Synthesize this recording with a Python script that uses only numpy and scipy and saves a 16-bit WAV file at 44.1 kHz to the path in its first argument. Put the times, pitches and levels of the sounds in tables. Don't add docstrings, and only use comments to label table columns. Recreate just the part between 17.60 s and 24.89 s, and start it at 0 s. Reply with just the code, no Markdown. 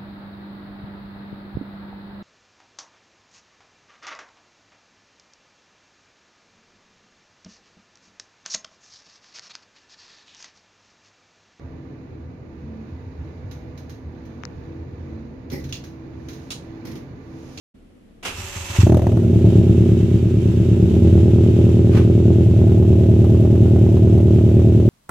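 import sys
import numpy as np
from scipy import signal
from scipy.fft import rfft, irfft, next_fast_len
from scipy.io import wavfile
from scipy.ndimage import uniform_filter1d, minimum_filter1d

SR = 44100
rng = np.random.default_rng(int(sys.argv[2]) if len(sys.argv) > 2 else 0)


def put_to_file(sound):
    columns = np.atleast_2d(sound).T
    safe = np.clip(columns, -1, 1)
    whole_steps = np.round(safe * 32767)
    wavfile.write(sys.argv[1], SR, whole_steps.astype(np.int16))


N = 321489
T = np.arange(N) / SR
SIZE = next_fast_len(N + SR)
HZ = np.arange(SIZE // 2 + 1) * SR / SIZE + 1e-6
FLARE_S, FLARE_END_S = 1.26, 1.6


def undb(db):
    return 10 ** (np.asarray(db) / 20)


def unit(x):
    return x / np.sqrt(np.mean(x ** 2))


def curve(rows):
    return np.interp(T, *np.transpose(rows))


def ramp(start_s, length_s):
    return np.clip((T - start_s) / length_s, 0, 1)


def filtered(x, response):
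    return irfft(rfft(x, SIZE) * response, SIZE)[..., :N]


def colour(points):
    hz, db = np.transpose(points)
    return undb(np.interp(np.log(HZ), np.log(hz), db))


def low_cut(hz):
    return HZ / np.hypot(HZ, hz)


def resonances(modes, damping=0.021):
    response = 1
    for hz, width, db in modes:
        spring, lift, wall_loss = hz ** 2 - HZ ** 2, undb(db / 2), hz * damping
        notch = spring + 1j * HZ * np.hypot(width * lift, wall_loss)
        peak = spring + 1j * HZ * np.hypot(width / lift, wall_loss)
        response = response * notch / peak
    return response


def strikes(times, sizes):
    return np.bincount(np.clip(np.asarray(times) * SR, 0, N).astype(int), sizes, N + 1)[:N]


def tail(x, seconds):
    return signal.lfilter([1], [1, -np.exp(-1 / (seconds * SR))], x)


def soften(x, hz):
    keep = np.exp(-2 * np.pi * hz / SR)
    return signal.lfilter([1 - keep], [1, -keep], x)


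def air(alike_hz):
    mid, side = rng.standard_normal((2, N))
    side = filtered(side, low_cut(alike_hz))
    return np.array([mid + side, mid - side])


def panned(x, balance):
    lean = np.sqrt(colour(balance))
    return filtered(x, np.array([lean, 1 / lean]))


# (t/s, speed/rpm)
CRANK_RPM = [(1.186, 480), (1.313, 1234), (1.4, 1231), (1.745, 1066), (2.337, 1078.3), (2.949, 1033),
             (3.643, 1166.5), (4.359, 1178.7), (5.198, 1142.1), (5.905, 1162.5), (6.414, 1148.2),
             (7.29, 1162.3)]
def cycles(zero_s=5.642):
    count = np.cumsum(curve(CRANK_RPM)) / (2 * 60 * SR)
    return count - np.interp(zero_s, T, count)


def firing_times(angle):
    count = cycles()
    whole_cycles = np.arange(np.ceil(count[0]) + 1, count[-1] + 1)
    return np.interp(whole_cycles + angle / 720, count, T, right=N / SR)


# (t/s, level/dB)
BURN_EFFORT = [(1.5, -3.5), (1.92, 2.2), (2.6, -2.5), (2.92, -2.5), (3.5, 1.6), (3.9, 0.64), (6.5, 0.93)]
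def effort_db():
    return curve(BURN_EFFORT)


# (t/s, state: 0 light load, 1 warm-up, 2 fast idle)
RUNNING_STATE = [(3.15, 0.11), (3.55, 1.08), (4.76, 0.99), (5.05, 2)]
def running_state():
    return curve(RUNNING_STATE)


# (f/Hz, level/dB)
TRAFFIC_SPECTRUM = [(15, -21.5), (25, 0), (161, -15.5), (203, -5), (323, -12), (386, -19), (463, -17),
                    (906, -32.5), (2970, -38), (4990, -47), (12000, -50), (15600, -89), (22000, -120)]
def distant_traffic(db=-49.5):
    return unit(filtered(air(400), colour(TRAFFIC_SPECTRUM))) * undb(db) * ramp(0.14, .012)


def carport(x, t60_s=0.51, wet_db=-14, bass_hz=220):
    length = SR // 2
    echoes = rng.standard_normal((2, length)) * undb(-60 * T[:length] / t60_s)
    echoes *= ramp(0.0042, 0.004)[:length]
    echoes /= np.sqrt(np.sum(echoes ** 2, axis=1, keepdims=True))
    return undb(wet_db) * filtered(x, rfft(echoes, SIZE) * low_cut(bass_hz))


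def side_wall(x, echo_db=-15, lag_s=0.0108, bass_hz=170):
    echo = filtered(x.mean(axis=0), np.exp(-2j * np.pi * HZ * lag_s) * low_cut(bass_hz) ** 2)
    return undb(echo_db) * np.array([echo, -echo])


# (f/Hz, level/dB)
SHOE_SPECTRUM = [(500, 2), (1000, -6), (2500, -10.5), (4000, -19), (7500, -26.5), (13000, -35)]
def shoe_scuff(at_s=4.372, width_s=0.024, db=-26.5):
    grains = np.exp(.3 * unit(soften(rng.standard_normal(N), 300)))
    scrape = unit(filtered(air(1500) * grains, colour(SHOE_SPECTRUM)))
    return scrape * undb(db) / np.cosh(np.clip((T - at_s) / width_s, -20, 20))


# (multiple of crank speed, level/dB)
CHAIN_TONES = [(75, -61.5), (129, -63.5), (137, -65), (330, -70.5)]
def chain_whine():
    turns = 2 * cycles()
    tones = 0
    for order, db in CHAIN_TONES:
        waver = unit(soften(soften(air(2.4), 12), 12))
        tones = tones + undb(db) * waver * np.sin(2 * np.pi * order * turns)
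    return tones * ramp(1.0, .3)


# (f/Hz, width/Hz, level/dB)
METAL_MODES = [(381, 16, 0.5), (907, 16, -1), (1480, 13, 0), (2500, 72, -1.5), (2670, 68, 11.5),
               (5970, 330, 4.5), (7520, 360, 7.5)]
def metal_ring():
    return resonances(METAL_MODES)


# (f/Hz, level/dB)
BAY_SPECTRUM = [(590, -29), (1000, 1), (1080, -10), (1180, -3.5), (1720, -6.5), (3050, -3), (3440, -7),
                (3760, -5.5), (4020, -12), (4540, -13.5), (7540, -15), (8240, -22.5), (8900, -18),
                (9720, -21), (14000, -23.5)]
# (f/Hz, left minus right/dB)
BAY_BALANCE = [(60, 0), (110, 3), (200, -3), (380, -4.5), (690, 1), (1280, 0), (2350, -1.5), (4340, -5),
               (8000, -7.5), (14700, 6.5)]
def engine_bay(hiss_db=-45, effort_power=0.18, tick_depth=0.25, tick_s=0.018, shut_db=-4, eased_db=-3):
    times = np.concatenate([firing_times(angle) for angle in np.arange(0, 720, 90)])
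    ticks = tail(strikes(times, rng.uniform(0, 3, len(times))), tick_s)
    ticking_air = air(1200) * (1 + tick_depth * ticks)
    hiss = unit(filtered(ticking_air, colour(BAY_SPECTRUM) * np.sqrt(metal_ring())))
    throttle_db = shut_db * (1 - ramp(1.64, 0.19)) + eased_db * ramp(3.9, 0.89)
    level_db = hiss_db + throttle_db + effort_power * effort_db()
    return panned(hiss * undb(level_db) * ramp(1.3, 0.089), BAY_BALANCE)


# (f/Hz, level/dB)
CLACK_SPECTRUM = [(59, -44), (100, -13), (211, 5), (481, 4.5), (592, 1.5), (1440, 1.5), (1810, -2),
                  (2730, 4.5), (4310, -9), (6250, -8.5), (14000, -21)]
# (f/Hz, left minus right/dB)
STARTER_BALANCE = [(60, 19), (110, 12), (200, -4), (380, -2), (690, 0.5), (1280, -2), (2350, -1.5),
                   (4340, -6), (8000, -8), (14700, 3)]
def solenoid(decay_s=0.057, attack_hz=60):
    blows = soften(tail(strikes([.627, .649], undb([-34, -25.5])), decay_s), attack_hz)
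    return panned(unit(filtered(air(1100), colour(CLACK_SPECTRUM))) * blows, STARTER_BALANCE)


# (f/Hz, level/dB)
GRIND_SPECTRUM = [(120, -45), (200, -26), (296, -6), (323, -14), (366, 6), (513, -19), (551, 2), (635, -11),
                  (844, -2.5), (1570, -8), (2680, -4.5), (4410, -13), (7510, -12), (8360, -18.5),
                  (14000, -20.5)]
# (t/s, extra level/dB)
STARTER_STRAIN = [(.8, 2), (.97, 3), (1.111, 5.5), (1.165, 7.5), (1.214, 9.5)]
# (t/s, f/Hz)
MOTOR_WHINE = [(.7, 4900), (.8, 5600), (.88, 6300), (1.0, 6400), (1.1, 6200), (1.22, 6400), (1.7, 5900)]
def starter(engage_s=0.725, release_s=1.232, level_db=-36.5, climb_db=2.5, mesh_hz=360, chug_s=0.019,
            whine_db=-11, coast_db=-10):
    teeth = 1 + 0.25 * np.cos(2 * np.pi * mesh_hz * T)
    rattle = np.exp(0.15 * unit(soften(rng.standard_normal(N), 53)))
    grind = unit(filtered(air(1300) * teeth * rattle, colour(GRIND_SPECTRUM) * metal_ring()))
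    strain_db = sum(db * np.exp(-((T - at_s) / chug_s) ** 2) for at_s, db in STARTER_STRAIN)
    grind = grind + soften(grind, 4500) * (undb(strain_db) - 1)
    waver = unit(soften(soften(air(50), 220), 220))
    whine = undb(whine_db) * waver * np.cos(2 * np.pi * np.cumsum(curve(MOTOR_WHINE)) / SR)
    running = undb(level_db + climb_db * ramp(engage_s, release_s - engage_s)) * ramp(engage_s, 0.053)
    meshed = 1 - ramp(release_s, 0.091)
    coasting = undb(coast_db * ramp(release_s, 0.17)) * (1 - ramp(release_s, 0.71))
    return panned(running * (grind * meshed + whine * coasting), STARTER_BALANCE)


# (f/Hz, width/Hz, level/dB)
PIPE_MODES = [(42.5, 107, 41), (48.9, 20.3, -25.5), (83.74, 6.24, 18.5), (105.6, 50.7, 16),
              (139.3, 7.7, -16.5), (178.5, 7.14, 15.5), (233.16, 13.2, 18), (282.8, 74, -10.5),
              (282.8, 7.8, 20), (332.2, 56.5, 18.5), (369.4, 6.2, 17.5), (409.5, 68.5, 11), (470, 11, -2),
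              (553, 17, 20.5), (686, 3.6, 14), (799, 30, 12)]
def tailpipe(puffs, low_hz=121, high_hz=267, damping=0.021):
    s = 1j * HZ
    mouth = (s / (s + low_hz)) ** 3
    muffler = 1 / (1 + np.sqrt(2) * s / high_hz + (s / high_hz) ** 2)
    return filtered(puffs, resonances(PIPE_MODES, damping) * mouth * muffler)


# (t/s, level/dB)
AIR_PUFFS = [(0.676, -30), (.782, -20.5), (.803, -24), (0.96, -18), (1.006, -36), (1.099, -16)]
def cranking(puff_db=38, shake_db=-43):
    times, db = np.transpose(AIR_PUFFS)
    puffs = soften(soften(strikes(times, undb(db)), 32), 68)
    mounts = colour([(12, -20), (27, 0), (48, -2), (90, 2), (200, -17), (600, -50)])
    shake = unit(filtered(air(600), mounts)) * ramp(0.66, 0.043) * (1 - ramp(1.6, .2))
    return undb(puff_db) * tailpipe(puffs) + undb(shake_db) * shake


# (t/s, level/dB, sharpness/Hz)
SLOW_BURNS = [(1.186, 28.5, 2.67), (1.232, 12, 10.8)]
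def first_burns(burn_db=36.5):
    puffs = 0
    for at_s, db, sharp_hz in SLOW_BURNS:
        puffs = puffs + soften(soften(strikes([at_s], [undb(db)]), sharp_hz), 20 * sharp_hz)
    return undb(burn_db) * tailpipe(puffs, high_hz=260, damping=0.042)


def snap(at_s=1.372, db=-42, decay_s=0.004):
    return np.diff(air(4000), prepend=0) * tail(strikes([at_s], [undb(db)]), decay_s)


# (crank angle/deg, crack level/dB, fading/(dB per s))
BARKS = [(2, -2, 17.5), (178, -3, 58), (360.5, -3, 40), (533.6, -3, 140)]
# (f/Hz, level/dB)
CRACK_SPECTRUM = [(300, 4), (600, 9), (950, -8), (1500, -20), (3000, -29), (6000, -38), (13000, -41.5)]
def flare(bark_db=22, sharp_hz=650, emptied_db=-7, front_db=19, hiss_db=3, split_hz=1100, decay_s=0.0057):
    puffs = cracks = 0
    for angle, db, fading in BARKS:
        times = firing_times(angle)
        times = times[(times > FLARE_S) & (times < FLARE_END_S)]
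        age = times - times[0]
        puffs = puffs + strikes(times, undb(emptied_db * (age > 0) - fading * age))
        cracks = cracks + strikes(times, undb(db - fading * age))
    front = undb(front_db) * soften(cracks, split_hz)
    hiss = undb(hiss_db) * filtered(air(3600) * tail(cracks, decay_s), low_cut(split_hz))
    bark = tailpipe(soften(puffs, sharp_hz), high_hz=328, damping=0.091)
    return undb(bark_db) * bark + filtered(front + hiss, colour(CRACK_SPECTRUM))


# (rasp level/dB, spit level/dB)
GAS_LEVELS = [(-41.5, -58), (-43, -47), (-38, -43)]
def gas_db(column):
    return np.interp(running_state(), np.arange(len(GAS_LEVELS)), np.transpose(GAS_LEVELS)[column])


def spit(angle=8, scatter_db=3.0, decay_s=0.013, low_hz=900):
    times = firing_times(angle)
    bursts = tail(strikes(times, undb(scatter_db * rng.standard_normal(len(times)))), decay_s)
    gas = unit(filtered(air(4000) * bursts, colour(CRACK_SPECTRUM) * low_cut(low_hz)))
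    return gas * undb(gas_db(column=1)) * ramp(FLARE_END_S, 0.089)


# (crank angle/deg, level/dB)
GAS_GUSTS = [(4, -4), (186, 0), (396, 4.5), (566, -3)]
# (f/Hz, level/dB)
RASP_SPECTRUM = [(250, -21), (480, 1.5), (660, 7.5), (720, -11), (820, -6), (1100, -31), (2000, -34),
                 (5000, -37.5)]
def gas_rasp(effort_power=1.77, decay_s=0.021, cold_db=12, cold_s=0.63):
    bursts = 0
    for angle, db in GAS_GUSTS:
        times = firing_times(angle)
        bursts = bursts + strikes(times, undb(db + rng.uniform(-1.7, 1.5, len(times))))
    gas = unit(filtered(air(1800) * tail(bursts, decay_s), colour(RASP_SPECTRUM)))
    level_db = gas_db(column=0) + effort_power * effort_db() + cold_db * (1 - ramp(1.37, cold_s))
    return gas * undb(level_db) * ramp(FLARE_S, 0.2)


def cylinder_puffs(cylinders, scatter_db=1.04, jitter_s=.00006):
    puffs = 0
    for angle, db, sharp_hz, echo_ms, echo_share in cylinders:
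        times = firing_times(angle)
        lateness, unevenness = rng.standard_normal((len(times), 2)).T
        times = times + jitter_s * lateness
        sizes = undb(db + scatter_db * unevenness)
        echo = echo_share * strikes(times + echo_ms / 1000, sizes)
        puffs = puffs + soften(strikes(times, sizes) + echo, sharp_hz)
    return unit(tailpipe(puffs))


# (crank angle/deg, level/dB, sharpness/Hz, header echo/ms, echo share)
LIGHT_LOAD_FIRING = [(-4, -9.5, 350, 10.62, -0.33), (139.5, -6.5, 297, 7.87, 0.65),
                     (343.5, 2, 98, 7.43, 0.25), (522, 8.5, 41.8, 15.62, 0.77)]
WARM_UP_FIRING = [(3.6, 5, 324, 11.55, -0.32), (175.3, -4.5, 480, 12.17, 0.53),
                  (375.8, 10.5, 81.5, 7.74, -0.16), (563.4, 1, 350, 13.22, -0.23)]
FAST_IDLE_FIRING = [(-1.5, -4.5, 450, 3.22, -0.27), (177, -2.5, 390, 5.82, 0.23),
                    (365, 13, 35.7, 14.62, -0.29), (548, 4.56, 127, 14.06, 0.57)]
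def exhaust(rumble_db=-11.5, edge_hz=480, edge_per_effort=0.69):
    state, effort = running_state(), effort_db()
    rumble = 0
    for index, cylinders in enumerate([LIGHT_LOAD_FIRING, WARM_UP_FIRING, FAST_IDLE_FIRING]):
        share = np.clip(1 - abs(state - index), 0, 1)
        rumble = rumble + share * cylinder_puffs(cylinders)
    edge = filtered(rumble, HZ ** 4 / (HZ ** 4 + edge_hz ** 4))
    rumble = rumble + edge * (undb(edge_per_effort * effort) - 1)
    power = uniform_filter1d(uniform_filter1d(rumble ** 2, size=9600), size=9600)
    return rumble / np.sqrt(power + 1e-9) * undb(rumble_db + effort) * ramp(1.27, 0.25)


def scene(left_lag_s=4e-5):
    pipe = cranking() + first_burns() + flare() + snap() + exhaust() + gas_rasp() + spit()
    pipe = filtered(pipe, np.exp(-2j * np.pi * HZ * np.array([[left_lag_s], [0]])))
    near = pipe + side_wall(pipe) + starter() + solenoid() + engine_bay() + chain_whine() + shoe_scuff()
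    return near + carport(near) + distant_traffic()


def record(dry, ceiling=0.9, top_hz=14350):
    allowed_gain = np.minimum(1, ceiling / (abs(dry).max(axis=0) + 1e-9))
    gain = uniform_filter1d(minimum_filter1d(allowed_gain, size=441), size=441)
    return signal.sosfilt(signal.ellip(10, .2, 80, top_hz, fs=SR, output="sos"), dry * gain)


dry = scene()
out = record(dry)
put_to_file(out)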